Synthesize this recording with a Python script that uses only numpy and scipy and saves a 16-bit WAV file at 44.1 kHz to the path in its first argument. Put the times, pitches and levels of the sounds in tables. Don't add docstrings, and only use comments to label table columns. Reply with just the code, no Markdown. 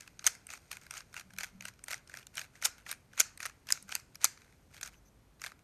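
import sys
import numpy as np
from scipy import signal
from scipy.fft import rfft, irfft
from scipy.io import wavfile

SR = 44100
rng = np.random.default_rng(int(sys.argv[2]) if len(sys.argv) > 2 else 0)


def output_pcm(signal):
    pcm = np.clip(np.atleast_2d(signal).T, -1, 1) * 32767
    wavfile.write(sys.argv[1], SR, np.round(pcm).astype(np.int16))


def volts(x):
    e = np.asarray(x, float) / 20
    return 10 ** e


N = 248283


def rms_one(x):
    return x / np.sqrt(np.mean(x ** 2, axis=-1, keepdims=True) + 1e-20)


def level(rows):
    s, db = np.transpose(rows)
    return volts(np.interp(np.arange(N) / SR, s, db, left=-200, right=-200))


def at_hz(points, hz):
    table_hz, value = np.transpose(points)
    return np.interp(np.log(hz), np.log(table_hz), value)


def ring(clicks, hz, t60):
    r = volts(-60 / (t60 * SR))
    w = 2 * np.pi * hz / SR
    return signal.lfilter([0, np.sin(w)], [1, -2 * r * np.cos(w), r * r], clicks + 1e-18)


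def narrow_noise(hz, width_hz):
    t60 = np.log(1000) / (np.pi * width_hz)
    once = ring(rng.standard_normal(N), hz, t60)
    return rms_one(ring(once, hz, t60))


def grains(shape, per_s, spread_db):
    draw = rng.random((*shape, 3))
    present = draw[..., 0] < per_s / SR
    size_db = -spread_db * np.log(draw[..., 1] + 0.0036)
    return present * volts(size_db) * np.sign(draw[..., 2] - .5)


def ring_time(hz):
    return .008 * np.sqrt(1500 / hz)


def struck(contacts, modes, tilt_db):
    detune, colour_db = .055, 2.8
    hz, db = np.transpose(modes)
    shift = rng.standard_normal((len(contacts), len(modes), 2))
    w = 2 * np.pi * hz * (1 + detune * shift[..., 0])
    db = db + tilt_db[:, None] * np.log2(hz / hz[-1])
    gain = volts(db + colour_db * shift[..., 1]) * (-1) ** np.arange(len(modes))
    size = contacts.shape[1]
    jw = 2j * np.pi * np.arange(size // 2 + 1) * SR / size
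    response = 0
    for k in range(len(modes)):
        wk = w[:, [k]]
        damping = np.log(1000) / ring_time(hz[k])
        response = response + gain[:, [k]] * jw ** 2 / wk / ((jw + damping) ** 2 + wk ** 2)
    return irfft(rfft(contacts) * response, size)


# frequency in Hz, level in dB.
THUD_MODES = [(420, -11), (620, 2.5), (800, 5.5), (1000, 4.5)]
# frequency in Hz, level in dB.
BODY_MODES = [(1250, -9), (1490, -1), (1780, -3.5), (2080, -1), (2480, -1), (2800, -8)]
# frequency in Hz, level in dB.
SHELL_MODES = [(3100, -10), (3550, -8), (4000, -5), (4700, -4), (5400, -3), (6100, 0), (6830, -1)]
# frequency in Hz, level in dB.
EDGE_MODES = [(7900, -7.5), (8490, 2.5), (9150, 0), (9850, -9), (11200, -7.5), (12400, -2.5)]


def knocks(s, shell_db, body_db, edge_db=-9.5):
    size = 1536
    t = np.arange(size) / SR
    hardness = np.clip((shell_db + 45) / 25, 0, 1)
    lasts = .0007 - .0001 * hardness
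    phase = t / lasts[:, None]
    swell = phase ** 2 * np.exp(-phase)
    parts = [(THUD_MODES, body_db - 13, 0), (BODY_MODES, body_db, 0),
             (SHELL_MODES, 0, 12), (EDGE_MODES, edge_db, 0)]
    hits = 0
    for modes, db, tilt_db in parts:
        contacts = grains(phase.shape, per_s=7000, spread_db=4.5) * swell
        rung = struck(contacts, modes, tilt_db * hardness)
        rung = rung / np.sqrt(np.sum(rung ** 2, axis=1, keepdims=True) / 140)
        hits = hits + volts(shell_db + db + 1.3)[:, None] * rung
    out = np.zeros(N + size)
    starts = np.maximum(np.round((s - 2 * lasts) * SR), 0).astype(int)
    for start, hit in zip(starts, hits):
        out[start:start + size] += hit
    return out[:N]


# start, fastest moment and end in seconds, rub level in dB.
TURNS = [(0, 0.001, 0.12, -63.5), (0.189, 0.225, 0.24, -63.5), (0.238, 0.265, 0.3, -37),
         (0.478, 0.524, 0.6, -51.5), (0.7, 0.723, 0.79, -54), (0.799, 0.826, 0.89, -68),
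         (0.894, 0.968, 1.03, -49.5), (1.13, 1.18, 1.23, -53), (1.275, 1.33, 1.37, -80),
         (1.368, 1.4, 1.51, -49), (1.599, 1.672, 1.72, -54.5), (1.768, 1.793, 1.87, -86),
         (1.862, 1.91, 2.0, -47.5), (2.061, 2.17, 2.25, -57), (2.328, 2.389, 2.47, -47.5),
         (2.528, 2.566, 2.62, -64.5), (2.606, 2.657, 2.7, -39.5), (2.76, 2.786, 2.84, -66.5),
         (2.847, 2.902, 2.96, -47), (3.109, 3.157, 3.18, -64.5), (3.166, 3.198, 3.225, -39.5),
         (3.387, 3.427, 3.52, -48.5), (3.658, 3.714, 3.79, -48.5), (3.867, 3.928, 4.02, -50.5),
         (4.197, 4.243, 4.28, -42.5), (4.36, 4.423, 4.62, -75.5), (4.699, 4.772, 4.81, -59.5),
         (4.8, 4.86, 4.9, -51), (4.912, 4.933, 4.96, -67), (5.392, 5.447, 5.53, -53.5)]
# time in seconds, rub level in dB.
GRIP = [(0, -73.5), (.4, -72.5), (.7, -68), (1.1, -72), (1.75, -75.5), (2.5, -76.5), (3.0, -78.5),
        (3.6, -76), (4.5, -76.5), (5.63, -86)]


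def sliding():
    t = np.arange(N) / SR
    rub = 0
    for modes, db in [(THUD_MODES, -15), (BODY_MODES, -5), (SHELL_MODES, -4), (EDGE_MODES, -8)]:
        friction = np.diff(grains((N + 1,), per_s=2500, spread_db=3))
        rung = 0
        for k, (hz, mode_db) in enumerate(modes):
            rung = rung + volts(mode_db) / hz * ring(friction, hz, ring_time(hz)) * (-1) ** k
        rub = rub + volts(db) * rms_one(rung)
    speed = level(GRIP)
    for start, fastest, end, db in TURNS:
        speed = speed + volts(db) * np.interp(t, [start, fastest, end], [0, 1, 0]) ** 1.5
    return speed * rub


def chatter():
    count, gap_s, against_rub_db, spread_db = 28, .007, -5, 5.5
    start, fastest, end, rub_db = np.transpose(TURNS)[..., None]
    draw = rng.random((len(TURNS), count, 2))
    s = start + gap_s * (np.arange(count) + draw[..., 0])
    speed = np.minimum((s - start) / (fastest - start), (end - s) / (end - fastest))
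    speed_db = 22 * np.log10(np.clip(speed, 1e-9, 1))
    db = (rub_db + against_rub_db + spread_db * (2 * draw[..., 1] - 1) + speed_db).ravel()
    body_db = 0.5 - 0.38 * (db + 52) + 2.5 * rng.standard_normal(len(db))
    return knocks(np.minimum(s.ravel(), N / SR - .01), db, body_db)


# frequency in Hz, level in dB per Hz.
HOUSE = [(22, -18), (42, -1.5), (120, -1), (350, -12), (1200, -21), (3200, -28.5), (10500, -32),
         (13500, -31)]


def house():
    hz = np.maximum(np.arange(N // 2 + 1) * SR / N, 1)
    spectrum = rfft(rng.standard_normal(N)) * volts(at_hz(HOUSE, hz))
    return volts(-64.5) * rms_one(irfft(spectrum, N))


# time in seconds, shell level in dB, hollow body and edge in dB against the shell.
CATCHES = [(0.008, -46, -4.5, -15.5), (0.193, -43, -7.5, -10), (0.243, -41, -2, -9),
           (0.4687, -57.5, 2.5, 13), (0.7151, -41, 3.5, -2.5), (0.909, -42, -0.5, 1),
           (1.1417, -53.5, 10, -2), (1.1653, -48.5, 9.5, -17), (1.3856, -38, 2, -1.5),
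           (1.6085, -45, 0, -23), (1.6537, -42, 2, -1.5), (1.8395, -50, -3.5, 8.5), (1.8835, -46.5, 8, -2),
           (2.0751, -56, -32, -4), (2.1402, -50.5, 9.5, -2), (2.3542, -55.5, -13, 8.5),
           (2.6246, -40.5, 4.5, -11), (2.8645, -54.5, 11, -4.5), (2.9141, -38, 0.5, 4.5),
           (3.1772, -42.5, 0.5, -11), (3.3754, -52.5, -0.5, 4.5), (3.4035, -48, 9, 1), (3.459, -45, 6.5, 8),
           (3.689, -41.5, 0.5, -16), (3.8262, -58, -2, 10.5), (3.892, -47, 2.5, -14),
           (4.1551, -46, -4.5, -4.5), (4.2152, -52, -2, -5), (4.8118, -44.5, -2, -3),
           (5.4173, -43.5, -1, -8)]


def catches():
    return knocks(*np.transpose(CATCHES))


# time in seconds, shell level in dB, hollow body in dB against the shell.
TICKS = [(0.0218, -59, -2.5), (0.0766, -54, 5), (0.5128, -53, -1), (0.4908, -57, 8), (0.8143, -58, -6),
         (0.8347, -62, 2.5), (0.8661, -57.5, 6.5), (1.1288, -59, 0), (1.3058, -63, 7.5),
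         (1.3369, -59.5, 7.5), (1.3642, -57, 0), (1.7917, -61.5, 1.5), (1.861, -63, -5), (2.0961, -55.5, 5),
         (2.2688, -46.5, -7), (1.738, -65, 2), (2.5544, -60.5, 3.5), (2.7822, -61.5, 6), (5.3973, -62, 0),
         (3.9985, -52.5, -6), (3.1337, -61, 8.5), (3.6705, -53, -1), (4.1469, -59, -3.5), (4.3744, -58, 2),
         (4.418, -59.5, 0), (4.5249, -69.5, 6), (4.7445, -61, 7), (4.7789, -58.5, 3.5), (4.942, -73, 10),
         (5.592, -70.5, 7.5)]


def ticks():
    return knocks(*np.transpose(TICKS))


# time in seconds, shell level in dB, hollow body and edge in dB against the shell.
SNAPS = [(0.2659, -17.5, -15.5, -5), (0.269, -22.5, -4, -5.5), (0.2739, -23.5, -3, -5),
         (2.6457, -36, -17, -2.5), (2.6496, -30.5, -8, -3), (2.6521, -21.5, -13.5, -7.5),
         (2.6573, -25.5, -1.5, -5.5), (3.1992, -23.5, -14, -3.5), (3.2027, -14.5, -8.5, -10),
         (3.2102, -29.5, -1.5, -9), (3.2142, -36.5, -9, -1), (3.7229, -17.5, -17, -13.5),
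         (3.9524, -28, -7, -2.5), (4.2438, -16.5, -8.5, -5), (4.2477, -31.5, -7, -1),
         (4.2516, -25.5, -9, -7.5), (4.2586, -37.5, -5.5, -12)]


def snaps():
    return knocks(*np.transpose(SNAPS))


def push():
    hz, t60 = 243, 0.021
    clicks = np.zeros(N)
    for s, shell_db, *_ in SNAPS:
        clicks[int(s * SR)] = volts(shell_db - 32.5)
    return ring(clicks, hz, t60) - ring(clicks, 1.4 * hz, t60)


# time in seconds, shell level in dB, hollow body in dB against the shell.
LANDINGS = [(0.2924, -48.5, -6), (0.3512, -54.5, 3), (0.5364, -44, 1), (0.5747, -57, 1),
            (0.7695, -53.5, 9.5), (1.0054, -48.5, -1), (1.1964, -44.5, -5), (1.21, -52.5, 2.5),
            (1.4441, -44, 4), (1.6829, -45, 0), (1.686, -49, 2), (1.9423, -39, 0), (1.9792, -56, -3),
            (2.1718, -45.5, 0), (2.2287, -58.5, 0), (2.4147, -46.5, 4), (2.665, -40.5, 0),
            (2.6702, -44, -2), (2.927, -43, 3.5), (3.4644, -40, 0), (3.4963, -53.5, 3),
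            (3.7745, -54.5, 7.5), (3.9622, -45.5, 2.5), (4.8345, -40.5, -10), (4.8601, -51, 2),
            (4.8759, -46, -3), (5.4391, -42, 4.5), (5.463, -41.5, 1), (5.468, -44.5, 0), (5.5188, -59, 9)]


def landings():
    return knocks(*np.transpose(LANDINGS))


# time in seconds, shell level in dB, hollow body in dB against the shell.
RIDES = [(0.5033, -43, -2.5), (0.5293, -55.5, 7), (0.7285, -46, 4.5), (0.9388, -50.5, 5.5),
         (0.9711, -45, -4.5), (0.9776, -42, -7), (1.1761, -49, 6), (1.408, -40, 0.5), (1.4332, -38.5, 1),
         (1.4377, -42.5, 0.5), (1.624, -61, 15), (1.9072, -41.5, 4), (1.9135, -40, 0.5), (1.926, -43.5, -1),
         (1.9311, -41, 6.5), (2.3713, -37.5, -4), (2.3789, -39, 4.5), (2.3934, -37.5, -7), (2.637, -41, -3),
         (2.892, -46.5, 3.5), (3.1919, -40.5, -5.5), (3.4291, -39, -0.5), (3.4543, -38.5, 3),
         (3.7046, -38.5, 7.5), (3.7133, -38.5, -27), (3.9189, -43, -9), (3.9229, -37.5, 0.5),
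         (4.2358, -48.5, 3), (4.8302, -35.5, -5), (5.446, -48, 8.5)]


def rides():
    return knocks(*np.transpose(RIDES))


# time in seconds, level in dB, 60 dB decay time in seconds.
BOOM = [
    (1.27, -58.5, 0.17),
    (1.355, -59.5, 0.39),
    (1.555, -53.5, 0.54),
    (3.85, -61.5, 0.28),
]


def boom():
    hz, rise_s = 191, 0.053
    t = np.arange(N) / SR
    swell = 0
    for s, db, t60 in BOOM:
        decay = volts(db - 60 * np.maximum(t - s, 0) / t60)
        swell = swell + decay * np.clip(1 + (t - s) / rise_s, 0, 1) ** 2
    tone = np.sqrt(2) * np.sin(2 * np.pi * hz * t)
    return swell * (tone + .5 * narrow_noise(hz, width_hz=120))


# time in seconds, level in dB.
TRAFFIC = [
    (4.6, -76),
    (4.912, -64),
    (5.63, -83),
]


def traffic():
    return level(TRAFFIC) * narrow_noise(hz=54, width_hz=12)


# start in seconds, level in dB, length in seconds, pitch in Hz.
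SQUEAKS = [
    (4.945, -72, 0.052, 6170),
    (5.05, -68, 0.046, 6120),
]


def squeaks():
    t = np.arange(N) / SR
    out = 0
    for s, db, lasts, hz in SQUEAKS:
        swell = np.sin(np.pi * np.clip((t - s) / lasts, 0, 1)) ** .5
        tone = narrow_noise(hz, width_hz=500) + volts(-9) * narrow_noise(1.93 * hz, width_hz=500)
        out = out + volts(db) * swell * tone
    return out


# frequency in Hz, 60 dB decay time in seconds.
ROOM_T60 = [(500, 0.67), (1500, .4), (6000, 0.27), (12000, 0.23)]


def room(x):
    size = 2 ** 15
    t = np.arange(size) / SR
    edges = 300 * 2 ** np.arange(0, 5.6, .5)
    tail = 0
    for low, high in zip(edges, edges[1:]):
        half_octave = signal.butter(2, [low, high], "band", fs=SR, output="sos")
        band = signal.sosfilt(half_octave, rng.standard_normal(size))
        tail = tail + band * volts(-60 * t / at_hz(ROOM_T60, np.sqrt(low * high)))
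    tail = tail * np.clip((t - .002) / .005, 0, 1)
    return volts(-22) * signal.fftconvolve(x, tail / np.sqrt(np.sum(tail ** 2)))[:N]


def blows():
    return catches() + ticks() + snaps() + landings() + rides()


def scene():
    rustle = chatter() + sliding()
    small = signal.butter(2, 300, "high", fs=SR, output="sos")
    direct = signal.sosfilt(small, blows() + rustle) + push()
    count = 4
    walls = sum(room(blows() + rustle) for _ in range(count)) / np.sqrt(count)
    return (direct + walls + house() + boom() + traffic() + squeaks())[None]


def roll_off(x):
    return signal.sosfilt(signal.butter(12, 14270, fs=SR, output="sos"), x)


def record(dry):
    dip_hz, dip_width_hz, dip_share = 10200, 880, 0.34
    peak = signal.iirpeak(dip_hz, dip_hz / dip_width_hz, fs=SR)
    dry = dry - dip_share * signal.lfilter(*peak, dry)
    top = .7
    dry = top * np.tanh(dry / top)
    steep = signal.ellip(7, 1, 30, 13000, fs=SR, output="sos")
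    mix = signal.sosfilt(steep, dry)
    return roll_off(mix)


dry = scene()
out = record(dry)
output_pcm(out)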